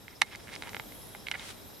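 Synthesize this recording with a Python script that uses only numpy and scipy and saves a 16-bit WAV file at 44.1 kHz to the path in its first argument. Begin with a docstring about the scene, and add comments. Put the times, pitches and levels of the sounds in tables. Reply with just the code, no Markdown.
"""A low rumble with a faint hum, far trilling crickets and very high bush-cricket buzzes: a wood at night.
The buzzes are tooth strikes ringing tiny wings; a second insect gives one hissing call.
Close by, small clicks, creaks and scrapes, as of a camera and lamp being handled, all ring one small
hard casing; one snap is far louder than the rest. Near the end something soft brushes past."""
import sys
import numpy as np
from scipy import signal
from scipy.fft import rfft, irfft, next_fast_len
from scipy.io import wavfile

SR = 44100
rng = np.random.default_rng(int(sys.argv[2]) if len(sys.argv) > 2 else 0)


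def unload_wav(signal):
    """Save mono or channel-first audio to the path in sys.argv[1] as 16-bit WAV at rate SR, clipped to [-1, 1]."""
    wavfile.write(
        sys.argv[1],
        SR,
        np.round(np.clip(np.atleast_2d(signal).T, -1, 1) * 32767).astype(np.int16),
    )


N = 79380


def undb(db):
    """Decibels to gain."""
    return 10 ** (np.asarray(db) / 20)


def unit(x):
    """Scale to rms 1."""
    return x / np.sqrt(np.mean(x ** 2) + 1e-24)


def shape(x, response):
    """Filter by response(f), f in Hz."""
    size = next_fast_len(x.shape[-1] + 4096)
    f = np.fft.rfftfreq(size, 1 / SR) + 1e-6
    return irfft(rfft(x, size) * response(f), size)[..., :x.shape[-1]]


def resonance(f, hz, width_hz):
    """Response of one resonance, gain 1 at its centre."""
    return 1 / (1 + 1j * (f * f - hz * hz) / (f * width_hz))


def colour(x, points):
    """Filter by (frequency [Hz], gain [dB]) points, then scale to rms 1."""
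    hz, db = np.array(points).T
    return unit(shape(x, lambda f: undb(np.interp(np.log(f), np.log(hz), db))))


def stereo_noise(correlation):
    """White noise, partly alike left and right."""
    mid, side = rng.standard_normal((2, N))
    return np.sqrt(1 + correlation) * mid + np.sqrt(1 - correlation) * side * np.array([[1], [-1]])


def drift(rate_hz):
    """Smooth random motion, rms 1."""
    return unit(shape(rng.standard_normal(N), lambda f: 1 / (1 + (f / rate_hz) ** 4)))


def swell(middle_s, length_s):
    """Half-cosine rise and fall."""
    return np.cos(np.pi * np.clip((np.arange(N) / SR - middle_s) / length_s, -.5, .5))


def add(track, x, start_s):
    """Mix a short sound into a track."""
    i = int(round(start_s * SR))
    track[i:i + len(x)] += x[:N - i]


def night_air():
    """Low rumble, thin hiss and a distant wavering hum."""
    # (frequency [Hz], relative density [dB])
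    air_spectrum = [(20, -18.5), (45, -0.5), (100, -1), (200, -2), (400, -5), (700, -7.5), (1200, -13),
                    (2500, -17.5), (5000, -20.5), (8000, -21), (12000, -20.5), (15500, -38)]
    # (frequency [Hz], level [dB])
    hum_partials = [(100, -66), (200, -69.5), (300, -72.5), (402, -70)]
    air_db, swell_db, waver_hz = -50, -1.7, 3
    hum = 0
    for hz, db in hum_partials:
        phase = 2 * np.pi * np.cumsum(hz + waver_hz * drift(8)) / SR
        hum += undb(db) * np.sqrt(2) * np.sin(phase)
    air = colour(stereo_noise(0.24), air_spectrum)
    return air * undb(air_db + swell_db * drift(1)) + hum


def far_crickets():
    """Many distant trills merge into fluttering bands that slowly swell or sink."""
    # (centre [Hz], width [Hz], level [dB], flutter [dB], swell middle [s], swell [dB])
    choruses = [(3290, 200, -79, 3, 0.97, 12.5), (3835, 520, -67.5, 0, 1.9, 4.5),
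                (5250, 750, -64, -4, .3, -1.5)]
    out = np.zeros((2, N))
    for hz, width_hz, db, flutter_db, middle_s, swell_db in choruses:
        band = shape(stereo_noise(0.69), lambda f: resonance(f, hz, width_hz) ** 2)
        trills = unit(band * undb(flutter_db * drift(27)))
        out += undb(db + swell_db * swell(middle_s, length_s=3.8)) * trills
    return out


def bush_crickets():
    """Fast tooth strikes ring a tiny wing: a comb of harmonics, each fading in and out through foliage."""
    # (middle [s], length [s], strike rate [Hz], wing pitch [Hz], level [dB])
    buzzes = [(.05, 1, 362, 12250, -63.5), (.5, .45, 369, 12500, -79), (0.843, 0.43, 370, 12650, -56),
              (1.25, 0.31, 372, 12100, -61.5), (1.75, 0.61, 370.5, 12450, -55)]
    harmonic_count, wing_width_hz = 11, 1500
    foliage_db, foliage_hz = 3, 22
    waver, jitter = .001, .0022  # fractions of the strike rate
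    fades = [undb(foliage_db * drift(foliage_hz)) for _ in range(harmonic_count)]
    out = np.zeros((2, N))
    for middle_s, length_s, rate_hz, wing_hz, db in buzzes:
        strike_hz = rate_hz * (1 + waver * drift(8.3) + jitter * drift(210))
        phase = 2 * np.pi * np.cumsum(strike_hz) / SR
        lowest_harmonic = round(wing_hz / rate_hz) - harmonic_count // 2
        buzz = 0
        for k, fade in enumerate(fades, start=lowest_harmonic):
            wing_gain = abs(resonance(k * rate_hz, wing_hz, wing_width_hz))
            buzz += wing_gain * fade * np.sin(k * phase + 2 * np.pi * rng.random((2, 1)))
        out += undb(db) * swell(middle_s, length_s) * unit(buzz)
    return out


def touch(x, treble_hz, bass_hz, spot_hz, accent_db):
    """A soft contact loses treble, a light one loses bass; the touched spot adds an accent."""
    def response(f):
        low, high = 1j * f / treble_hz, 1j * f / bass_hz
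        band = high ** 2 / (1 + high) ** 2 / (1 + np.sqrt(2) * low + low ** 2)
        return band * (1 + undb(accent_db) * resonance(f, spot_hz, width_hz=400))
    return shape(x, response)


def clicks():
    """Short pushes, each crunching as the contact gives way; returns forces on casing and stiff part."""
    # (time [s], relative level [dB], treble limit [Hz], bass limit [Hz], spot pitch [Hz],
    #  spot accent [dB], share to stiff part [dB])
    pushes = [(0.0804, -31, 2600, 1400, 1870, 9, -10), (0.2151, -15, 5400, 1180, 2180, -1, -6),
              (0.2177, -5, 9000, 910, 1180, 0.5, -4), (0.2187, -5.5, 2260, 1115, 1750, 0.5, -7.5),
              (0.2212, -25, 5000, 1200, 3000, -9, -12), (0.3499, -31, 4500, 1000, 1780, 4, -19),
              (0.3571, -27.5, 10000, 2500, 5070, 0, -12), (0.4723, -37.5, 3500, 700, 1630, 5, -32),
              (0.4809, -34.5, 3500, 700, 2800, 1.5, -20), (0.4896, -36.5, 3500, 700, 1700, 8, -20),
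              (0.4975, -36, 3500, 700, 2300, -1, -18), (0.5324, -37, 9000, 2000, 5500, 6, -20),
              (0.5385, -31.5, 7900, 1500, 5400, 5, -6), (0.5494, -32.5, 4500, 900, 2930, -1, -20),
              (0.5533, -33, 8950, 2800, 5200, 18, -20), (0.5612, -25.5, 4430, 690, 2780, -22, -22),
              (0.6223, -21, 4500, 500, 1600, -8, -23), (0.6347, -28.5, 3480, 505, 1510, -1, -22),
              (0.6722, -31, 3500, 500, 1500, 0, -20), (0.6795, -33, 3980, 500, 2800, -10, -20),
              (0.6902, -37, 5000, 900, 1500, -1, -20), (0.6929, -27.5, 8000, 2500, 5200, 9.5, -20),
              (0.7316, -28.5, 3800, 497, 1500, -10, -26), (0.7456, -20.5, 3160, 520, 1490, -9, -20),
              (0.7661, -19.5, 2950, 517, 1500, -9.5, -18), (0.7969, -19, 2960, 496, 900, -14, -19),
              (0.9207, -35.5, 4550, 800, 2200, -3, -29), (1.1487, -30.5, 2700, 500, 880, 3.5, -6.5),
              (1.2674, -25, 3500, 1800, 3050, 8, -18), (1.2692, -21.5, 3380, 1490, 3100, -3, -5),
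              (1.2841, -19.5, 3300, 1450, 2550, -15, 0), (1.3127, -22, 7140, 700, 1170, -1, -18),
              (1.3141, -17, 6600, 1180, 2870, 8, -14.5), (1.3183, -33, 4000, 1000, 1500, 16, -10),
              (1.3242, -34, 3950, 1200, 2500, -5, -10), (1.3947, -31, 5000, 1490, 3700, 11.5, -20)]
    gain_db = 23.5
    crunch_gain, crunch_decay_s, crunch_highpass_hz = .2, 0.00057, 3500
    casing_force, stiff_force = np.zeros((2, N))
    impulse = signal.unit_impulse(256, 8)
    age_s = (np.arange(len(impulse)) - np.argmax(impulse)) / SR
    crunch_envelope = crunch_gain * (age_s > 0) * np.exp(-age_s / crunch_decay_s)
    for time_s, db, *contact, stiff_db in pushes:
        crunch = crunch_envelope * rng.standard_normal(len(age_s))
        crunch = shape(crunch, lambda f: f ** 2 / (f ** 2 + crunch_highpass_hz ** 2))
        push = undb(db + gain_db) * touch(impulse + crunch, *contact)
        add(casing_force, push, time_s)
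        add(stiff_force, undb(stiff_db) * push, time_s)
    return casing_force, stiff_force


def ring_modes(force, modes):
    """A force rings a set of modes, each with its own left-right balance."""
    sides = np.array([[.5], [-.5]])
    return shape(force, lambda f: sum(undb(db + sides * balance_db) * resonance(f, hz, width_hz)
                                      for hz, width_hz, db, balance_db in modes))


def scatter(ring):
    """Short diffuse tail of vibration scattered in the casing."""
    t60_s, rise_s, treble_hz, tail_db = 0.044, 0.0014, 5960, -14
    t = np.arange(SR // 10) / SR
    envelope = np.exp(-np.log(1000) * t / t60_s) * (1 - np.exp(-t / rise_s))
    tail = shape(rng.standard_normal((2, len(t))) * envelope, lambda f: 1 / (1 + 1j * f / treble_hz))
    tail = undb(tail_db) * unit(tail) / np.sqrt(len(t))
    return signal.fftconvolve(ring, tail, axes=1)[:, :N]


def casing(casing_force, stiff_force):
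    """Pushes ring the casing with a scattered tail; its stiff part rings on, clean."""
    # all three: (frequency [Hz], width [Hz], gain [dB], left minus right [dB])
    casing_modes = [(443, 70, -6.5, 9), (590, 81, -8, -16), (862, 198, -2, 0.5), (1190, 290, -15.5, -7.5),
                    (1462, 355, -8, -1.5), (1756, 204, -7, -3.5), (2101, 202, 0.5, -5.5),
                    (2400, 100, -12.5, -12.5), (2950, 210, -7, -7), (3430, 200, -20, -9),
                    (3770, 230, -11.5, 14), (4400, 270, -16.5, -1)]
    contact_modes = [(5460, 500, -24.5, -13), (6330, 340, -21.5, -5), (8320, 1300, -15.5, -5),
                     (9940, 340, -24, -11)]
    stiff_modes = [(2112, 11, -6, -8), (2144, 30, 3.5, -8), (2222, 91, 1.5, -21.5), (2380, 88, -12, -5),
                   (2610, 62, -13, -7), (4280, 64, -14, 25), (6620, 110, -21, -14)]
    # all-pass bands that smear each push in time: (centre [Hz], width [Hz])
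    dispersion = [(1200, 910), (2150, 1670), (3300, 1130), (4200, 1100), (6200, 990), (9000, 1200),
                  (12500, 1200)]
    # microphone's treble roll-off, dulling the clicks above 10 kHz: (frequency [Hz], gain [dB])
    mic_rolloff = [(20, 0), (10200, -3), (11200, -9), (13000, -7), (14200, -18), (16000, -28)]
    left_lag_s = 20e-6

    def response(f):
        smear = np.prod([1 - 2 * resonance(f, hz, width_hz) for hz, width_hz in dispersion], axis=0)
        return smear * undb(np.interp(f, *np.array(mic_rolloff).T))

    ring = ring_modes(casing_force, casing_modes + contact_modes)
    ping = ring_modes(stiff_force, stiff_modes)
    left, right = shape(ring + scatter(ring) + ping, response)
    return np.array([shape(left, lambda f: np.exp(-2j * np.pi * f * left_lag_s)), right])


def scrapes():
    """Swelling runs of tiny uneven slips; returns the force on the casing."""
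    # (start [s], length [s], level [dB], treble limit [Hz], bass limit [Hz], spot pitch [Hz],
    #  spot accent [dB])
    strokes = [(0.088, 0.072, -45.5, 3000, 1000, 2000, -11), (0.254, 0.053, -42, 3500, 1400, 2170, 0),
               (.300, 0.067, -33.5, 4080, 910, 2920, -16), (0.388, 0.028, -42.5, 3500, 800, 1500, -11),
               (.465, 0.092, -47.5, 3480, 600, 1400, 6), (.508, .058, -33.5, 6370, 890, 5300, -3),
               (0.624, 0.094, -37.5, 2840, 497, 1050, -1), (1.138, 0.031, -41, 2830, 500, 900, -7.5),
               (1.334, 0.027, -20, 1880, 960, 1960, 2.5), (1.351, 0.11, -38, 4600, 600, 1310, -9)]
    slips_per_s, spread_db = 3300, 1.5
    force = np.zeros(N)
    for start_s, length_s, db, *contact in strokes:
        n = int(length_s * SR)
        slipping = rng.random(N) < slips_per_s / SR
        slips = (slipping * undb(spread_db * rng.standard_normal(N)))[:n]
        stroke = unit((slips - slips.mean()) * np.sin(np.linspace(0, np.pi, n)))
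        add(force, undb(db) * touch(stroke, *contact), start_s)
    return force


def hissing_insect():
    """One call: a high band of rough noise rises and falls."""
    level_db, roughness_db = -52.5, 2
    rough = stereo_noise(0.092) * undb(roughness_db * drift(150))
    hiss = unit(shape(rough, lambda f: resonance(f, hz=11030, width_hz=2100) ** 2))
    return undb(level_db) * swell(middle_s=1.042, length_s=0.42) * hiss


def rustle():
    """Something soft brushes past, grainy and growing, then stops."""
    # (time [s], level [dB])
    envelope = [(1.361, -55), (1.40, -50), (1.46, -46), (1.506, -43.5), (1.53, -54.5), (1.56, -63)]
    # (frequency [Hz], relative density [dB])
    rustle_spectrum = [(300, -4.5), (800, -1.5), (2200, 1.5), (4000, -0.5), (6000, -3), (7300, -6.5),
                       (9500, -4.5), (12000, -14), (16000, -22)]
    grain_db = 1.5
    level_db = np.interp(np.arange(N) / SR, *np.array(envelope).T, left=-np.inf, right=-np.inf)
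    grains = stereo_noise(0.2) * undb(grain_db * drift(300))
    return colour(grains, rustle_spectrum) * undb(level_db)


def scene():
    """Close handling sounds over the night wood."""
    click_force, stiff_force = clicks()
    wood = night_air() + far_crickets() + bush_crickets() + hissing_insect()
    return wood + rustle() + casing(click_force + scrapes(), stiff_force)


def record(dry):
    """Steep low-pass on the highest treble."""
    cutoff_hz = 15800
    return signal.sosfilt(signal.ellip(8, .2, 70, cutoff_hz, fs=SR, output="sos"), dry)


dry = scene()
out = record(dry)
unload_wav(out)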